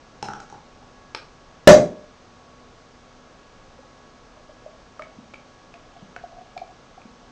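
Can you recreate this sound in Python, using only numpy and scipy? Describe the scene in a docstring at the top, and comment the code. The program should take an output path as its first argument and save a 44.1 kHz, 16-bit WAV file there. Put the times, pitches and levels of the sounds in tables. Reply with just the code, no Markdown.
"""A corked beer bottle is opened close to a small microphone in a living room, then poured into a tilted glass.
The pop is one pressure swing, a noise crack and a ringing neck; it overloads the input.
Before it: struck table modes for the knocks, stiffer modes for one slip of the cork.
After it: gliding sine gulps, ringing drips and foam. Fan whine and coloured hiss run throughout."""
import sys
import numpy as np
from scipy import signal
from scipy.fft import rfft, irfft
from scipy.io import wavfile

SR = 44100
rng = np.random.default_rng(int(sys.argv[2]) if len(sys.argv) > 2 else 0)


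def transcribe(signal):
    """Save signal, clipped to [-1, 1], as a 16-bit WAV file at the path in sys.argv[1]."""
    frames = np.atleast_2d(signal).T
    limited = np.clip(frames, -1, 1)
    pcm = np.round(limited * 32767).astype(np.int16)
    wavfile.write(sys.argv[1], SR, pcm)


N = 322371  # length in samples

# fan tones: tone_hz, level_db
FAN_TONES = [(247.6, -63), (742.9, -71), (1082, -89), (1114, -62), (1669, -67), (2229, -78)]
# hiss spectrum, relative: freq_hz, density_db
HISS_SPECTRUM = [(12, -36.5), (20, 0), (65, -9), (127, -8), (205, -10.5), (241, -9.5), (360, -12),
                 (510, -9.5), (1050, -15), (1140, -15.5), (1300, -14), (1700, -21.5), (2340, -23),
                 (6310, -27), (12000, -58), (15600, -98.5), (22000, -120)]
# knocks on the table: start_s, level_db, upper_modes_db, tick_db
KNOCK_EVENTS = [(0.2266, -19.5, -15, -6.5), (0.2853, -23, -1, -16), (0.3346, -27.5, 1, -9.5),
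                (.4018, -35.5, 3, -0.5), (0.4998, -38, -5, -5.5), (0.5248, -30.5, -20, -20),
                (.5455, -38.5, -4, -18), (.826, -41, -12, -22)]
# lower table modes: mode_hz, level_db, t60_s
TABLE_MODES = [(145, -13.5, 0.061), (210, -10.5, 0.056), (330, -9.5, 0.047), (409, -6.5, 0.03),
               (829, -2, 0.053), (878, -6, 0.037)]
# upper table modes: mode_hz, level_db, t60_s
TABLE_UPPER_MODES = [(1340, 1, 0.019), (1445, -5, 0.039)]
# contact tick spectrum: freq_hz, level_db
TICK_SPECTRUM = [(300, 0), (1800, 1), (3000, 0.5), (4500, -0.5), (5800, 5.5), (8000, -6.5), (10000, -22)]
# modes shaken by the slipping cork: mode_hz, level_db, t60_s
SLIP_MODES = [(565.6, -9.5, 0.014), (924, -5, 0.021), (1178, -6, .025), (1417, -5, .02), (2260, 0, 0.01),
              (2380, -9, 0.017), (4075, -8, 0.028), (5220, -10, 0.024)]
# cork snap spectrum: freq_hz, level_db
SNAP_SPECTRUM = [(100, -25), (400, -3), (1300, 9), (2500, 2), (3600, 3.5), (5000, -0.5), (7000, -13.5),
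                 (10000, -13)]
# pressure swing spectrum as the cork clears the lip: freq_hz, level_db
THUMP_SPECTRUM = [(30, -39), (70, -17.5), (110, -4), (175, 5.5), (260, 2), (400, 1.5), (500, -4.5),
                  (700, 0.5), (900, -23), (2000, -21), (5000, -45.5)]
# air modes of the opened neck: mode_hz, level_db, t60_s
NECK_MODES = [(567, 14, .055), (601.7, 10, 0.23), (671.5, -9, 0.17), (733.3, -14, 0.19),
              (1162, -16.5, 0.16), (1365, -12.5, 0.098), (1703, -12.5, 0.065)]
# escaping gas spectrum: freq_hz, level_db
GAS_SPECTRUM = [(150, -10.5), (500, -7.5), (1000, 1), (1700, 2.5), (3000, -3.5), (4000, -2), (5000, -4),
                (6300, 1), (8000, -8.5), (10000, -21.5)]
# loose bubbles rolling through the bottle: start_s, pitch_hz, level_db
LOOSE_BUBBLES = [(3.786, 523, -42.5), (3.828, 823, -46.5), (5.184, 220, -33), (6.024, 183, -33.5),
                 (7.052, 224, -34.5)]
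# clear air gulps through the neck: start_s, level_db, t60_s
CLEAR_GULPS = [(4.370, -42, 0.035), (4.491, -38.5, 0.055), (4.660, -30.5, 0.053), (4.995, -31.5, 0.15),
               (5.741, -40, 0.078), (5.962, -38, .04), (6.163, -35, 0.054), (6.237, -27, 0.045),
               (6.325, -38, 0.031), (6.366, -38, .045), (6.382, -36, 0.06), (6.409, -38, 0.072),
               (6.564, -26, .042), (6.615, -25, .042), (6.976, -36, 0.044)]
# small bubbles bursting at the lip and in the glass: start_s, pitch_hz, level_db, splash_db
DRIP_EVENTS = [(4.9946, 1230, -24, -14), (5.021, 2240, -30.5, -4), (5.3373, 1390, -38.5, 1),
               (5.3415, 2320, -30, -11), (5.7400, 2474, -37, -1), (6.163, 1500, -27, -4),
               (6.577, 2360, -28, -1.5), (7.017, 2470, -44.5, -4)]
# drip splash spectrum: freq_hz, level_db
SPLASH_SPECTRUM = [(200, -3.5), (700, 7), (1400, -0.5), (2500, 3.5), (3300, -6.5), (5000, -9.5),
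                   (9000, -23.5)]
# foam level curve: time_s, level_db
FOAM_LEVEL = [(5.001, -77), (5.45, -60), (5.75, -65), (5.95, -50.5), (6.1, -60), (7.3, -64)]
# near surfaces: delay_s, gain_db
NEAR_ECHOES = [(.0023, -15), (.0147, -14), (.025, -17)]
# room decay: freq_hz, t60_s
ROOM_DECAY = [(100, 0.4), (300, 0.41), (600, 0.39), (1500, 0.3), (4000, 0.29), (8000, 0.27)]

HISS_DB = -50.5
SLIP_S, SLIP_DB = 1.1478, -22

POP_S = 1.6731
CRACK_DELAY_S, RING_DELAY_S = 0.001, 0.0037  # after POP_S
THUMP_DB, CRACK_DB, GAS_DB = 31, -0.5, -15.5
CRACK_T60_S, GAS_T60_S = 0.029, 0.11

POUR_S = 3.75  # the bottle is tipped
GLUG_HZ, GLUG_CLIMB_HZ_PER_S = 568, 52.9
GULP_SWELL_S, GULP_GLIDE_RATIO = 0.0034, 0.1
LOOSE_BUBBLE_T60_S = 0.055
GURGLE_DB, GURGLE_SPREAD_DB = -48, 2
GURGLE_DETUNE, GURGLE_T60_S = 0.093, 0.036  # detune: log-pitch deviation
DRIP_T60_S, SPLASH_T60_S = 0.024, 0.015

MIC_CUTOFF_HZ, TOP_CUTOFF_HZ = 8540, 16000
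FULL_SCALE = 0.98
TIME_S = np.arange(int(0.8 * SR)) / SR  # time axis of one event


def undb(db):
    """Decibels to gain."""
    return 10 ** (np.asarray(db) / 20)


def add(track, start_s, sound):
    """Mix a sound into a track at a time."""
    i = int(start_s * SR)
    track[i:i + len(sound)] += sound[:N - i]


def fade(t60_s):
    """Exponential decay, 60 dB down after t60_s."""
    return np.exp(-np.log(1000) * TIME_S / t60_s)


def along(points, freq_hz):
    """Read (freq_hz, value) points on a log-frequency axis."""
    points_hz, values = np.transpose(points)
    return np.interp(np.log(freq_hz + 1), np.log(points_hz), values)


def colour(x, spectrum):
    """Minimum-phase filter of unit energy with the given spectrum."""
    size = 8192
    freq_hz = np.arange(size // 2 + 1) * SR / size
    cepstrum = irfft(np.log(undb(along(spectrum, freq_hz))))
    # fold the cepstrum onto positive time: makes the filter causal
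    cepstrum[1:size // 2] *= 2
    cepstrum[size // 2 + 1:] = 0
    response = irfft(np.exp(rfft(cepstrum)))
    response /= np.linalg.norm(response)
    return signal.fftconvolve(x, response)[:len(x)]


def burst(spectrum, t60_s):
    """A dying puff of coloured noise."""
    return colour(rng.standard_normal(len(TIME_S)) * fade(t60_s), spectrum)


def ring(modes, contact_s=0.0002):
    """Struck modes; a softer contact builds them up more slowly."""
    onset = 1 - np.exp(-TIME_S / contact_s)
    tones = sum(undb(level_db) * fade(t60_s) * np.sin(2 * np.pi * mode_hz * TIME_S)
                for mode_hz, level_db, t60_s in modes)
    return onset * tones


def room(x, wet_db, build_s=0.012):
    """Direct sound, near echoes and a diffuse noise tail that decays at its own rate in each octave."""
    size = len(TIME_S)
    spectrum = rfft(rng.standard_normal(size))
    octave = np.log2(np.clip(np.arange(len(spectrum)) * SR / size, 2 ** 6, 2 ** 13))
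    tail = np.zeros(size)
    for centre in range(6, 14):  # 64 Hz to 8192 Hz, overlapping triangular bands
        band = irfft(spectrum * np.maximum(1 - abs(octave - centre), 0), size)
        tail += band * fade(along(ROOM_DECAY, 2.0 ** centre))
    tail *= 1 - np.exp(-TIME_S / build_s)
    response = undb(wet_db) * tail / np.linalg.norm(tail)
    response[0] += 1  # direct sound
    for delay_s, gain_db in NEAR_ECHOES:
        response[int(delay_s * SR)] += undb(gain_db)
    return signal.fftconvolve(x, response)[:N]


def background(waver_db=2, wander_hz=0.8):
    """Steady coloured hiss and fan tones that waver gently in level and pitch."""
    time_s = np.arange(N) / SR
    out = undb(HISS_DB) * colour(rng.standard_normal(N), HISS_SPECTRUM)
    knots_s = np.linspace(0, time_s[-1], 30)
    for tone_hz, level_db in FAN_TONES:
        swell = np.interp(time_s, knots_s, rng.standard_normal(len(knots_s)))
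        drift = np.interp(time_s, knots_s, rng.standard_normal(len(knots_s)))
        phase = 2 * np.pi * np.cumsum(tone_hz + wander_hz * drift) / SR
        out += np.sqrt(2) * undb(level_db + waver_db * swell) * np.sin(phase)  # level is RMS
    return out


def knocks():
    """Each contact ticks and rings the table top."""
    out = np.zeros(N)
    for start_s, level_db, upper_modes_db, tick_db in KNOCK_EVENTS:
        lower = ring(TABLE_MODES, contact_s=0.0015)
        upper = undb(upper_modes_db) * ring(TABLE_UPPER_MODES, contact_s=0.00053)
        tick = undb(tick_db) * burst(TICK_SPECTRUM, t60_s=0.015)
        add(out, start_s, undb(level_db) * (lower + upper + tick))
    return room(out, wet_db=-1)


def cork_slip(snap_db=-1):
    """The twisted cork lets go of the glass for an instant: short modes and a noise snap."""
    out = np.zeros(N)
    snap = undb(snap_db) * burst(SNAP_SPECTRUM, t60_s=0.022)
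    add(out, SLIP_S, undb(SLIP_DB) * (ring(SLIP_MODES) + snap))
    return room(out, wet_db=-6)


def pop():
    """The freed gas gives one big pressure swing, a crack and a short hiss; the air in the neck rings on."""
    thump, neck, gas = np.zeros((3, N))
    swing = -colour(signal.unit_impulse(len(TIME_S)), THUMP_SPECTRUM)
    add(thump, POP_S, undb(THUMP_DB) * swing)
    add(neck, POP_S + RING_DELAY_S, ring(NECK_MODES))
    crack = undb(CRACK_DB) * burst(GAS_SPECTRUM, CRACK_T60_S)
    hiss = undb(GAS_DB) * burst(GAS_SPECTRUM, GAS_T60_S)
    add(gas, POP_S + CRACK_DELAY_S, crack + hiss)
    return room(thump, wet_db=-6) + room(neck, wet_db=-11.5) + room(gas, wet_db=-3.5)


def gulp(pitch_hz, t60_s):
    """One air bubble swells and rings, gliding up a little in pitch."""
    shape = (1 - np.exp(-(TIME_S / GULP_SWELL_S) ** 2)) * fade(t60_s)
    glide_hz = pitch_hz * (1 + GULP_GLIDE_RATIO * (0.5 - fade(t60_s)))
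    return shape / shape.max() * np.sin(2 * np.pi * np.cumsum(glide_hz) / SR)


def glug_pitch_hz(time_s):
    """The pitch of the gulps climbs steadily while the beer runs."""
    return GLUG_HZ + GLUG_CLIMB_HZ_PER_S * (time_s - POUR_S)


def glugs(gurgle_count=14):
    """Air enters the bottle: clear gulps, a faint random gurgle among them and a few loose bubbles."""
    out = np.zeros(N)
    for start_s, level_db, t60_s in CLEAR_GULPS:
        add(out, start_s, undb(level_db) * gulp(glug_pitch_hz(start_s), t60_s))
    for start_s, pitch_hz, level_db in LOOSE_BUBBLES:
        add(out, start_s, undb(level_db) * gulp(pitch_hz, LOOSE_BUBBLE_T60_S))
    # one gurgle at a random time in each equal slot of the pour
    slot_s = (N / SR - POUR_S) / gurgle_count
    starts_s = POUR_S + slot_s * (np.arange(gurgle_count) + rng.random(gurgle_count))
    for start_s, (detune, loudness) in zip(starts_s, rng.standard_normal((gurgle_count, 2))):
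        pitch_hz = glug_pitch_hz(start_s) * np.exp(GURGLE_DETUNE * detune)
        level_db = GURGLE_DB + GURGLE_SPREAD_DB * loudness
        add(out, start_s, undb(level_db) * gulp(pitch_hz, GURGLE_T60_S))
    return out


def drips():
    """Small bubbles ring briefly and burst with a splash."""
    out = np.zeros(N)
    for start_s, pitch_hz, level_db, splash_db in DRIP_EVENTS:
        bubble = ring([(pitch_hz, 0, DRIP_T60_S)])
        splash = undb(splash_db) * burst(SPLASH_SPECTRUM, SPLASH_T60_S)
        add(out, start_s, undb(level_db) * (bubble + splash))
    return out


def foam(count=260, bubble_hz=3100, log_pitch_spread=0.12, level_spread_db=4, jitter_s=0.0063):
    """Tiny bubbles of nearly one size burst at random as the head rises."""
    out = np.zeros(N)
    times_s, levels_db = np.transpose(FOAM_LEVEL)
    grid_s = np.linspace(times_s[0], times_s[-1], count)
    for time_s, (detune, loudness) in zip(grid_s, rng.standard_normal((count, 2))):
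        level_db = np.interp(time_s, times_s, levels_db) + level_spread_db * loudness
        pitch_hz = bubble_hz * np.exp(log_pitch_spread * detune)
        add(out, time_s - jitter_s * rng.random(), ring([(pitch_hz, level_db, 0.012)]))
    return out


def pour():
    """Gulps in the bottle, drips and foam in the glass, all close to the microphone."""
    return room(glugs(), wet_db=-8.5) + room(drips() + foam(), wet_db=-7)


def scene():
    """Everything through a microphone that falls off steeply above its cutoff."""
    air = background() + knocks() + cork_slip() + pop() + pour()
    mic = signal.butter(N=14, Wn=MIC_CUTOFF_HZ, fs=SR, output="sos")
    return signal.sosfilt(mic, air)[None]


def record(dry):
    """The input clips hard on the pop; the very top is cut."""
    clipped = np.clip(dry, -FULL_SCALE, FULL_SCALE)
    top_cut = signal.ellip(8, 0.1, 70, TOP_CUTOFF_HZ, fs=SR, output="sos")  # ripple, stopband in dB
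    return signal.sosfilt(top_cut, clipped)


dry = scene()
out = record(dry)
transcribe(out)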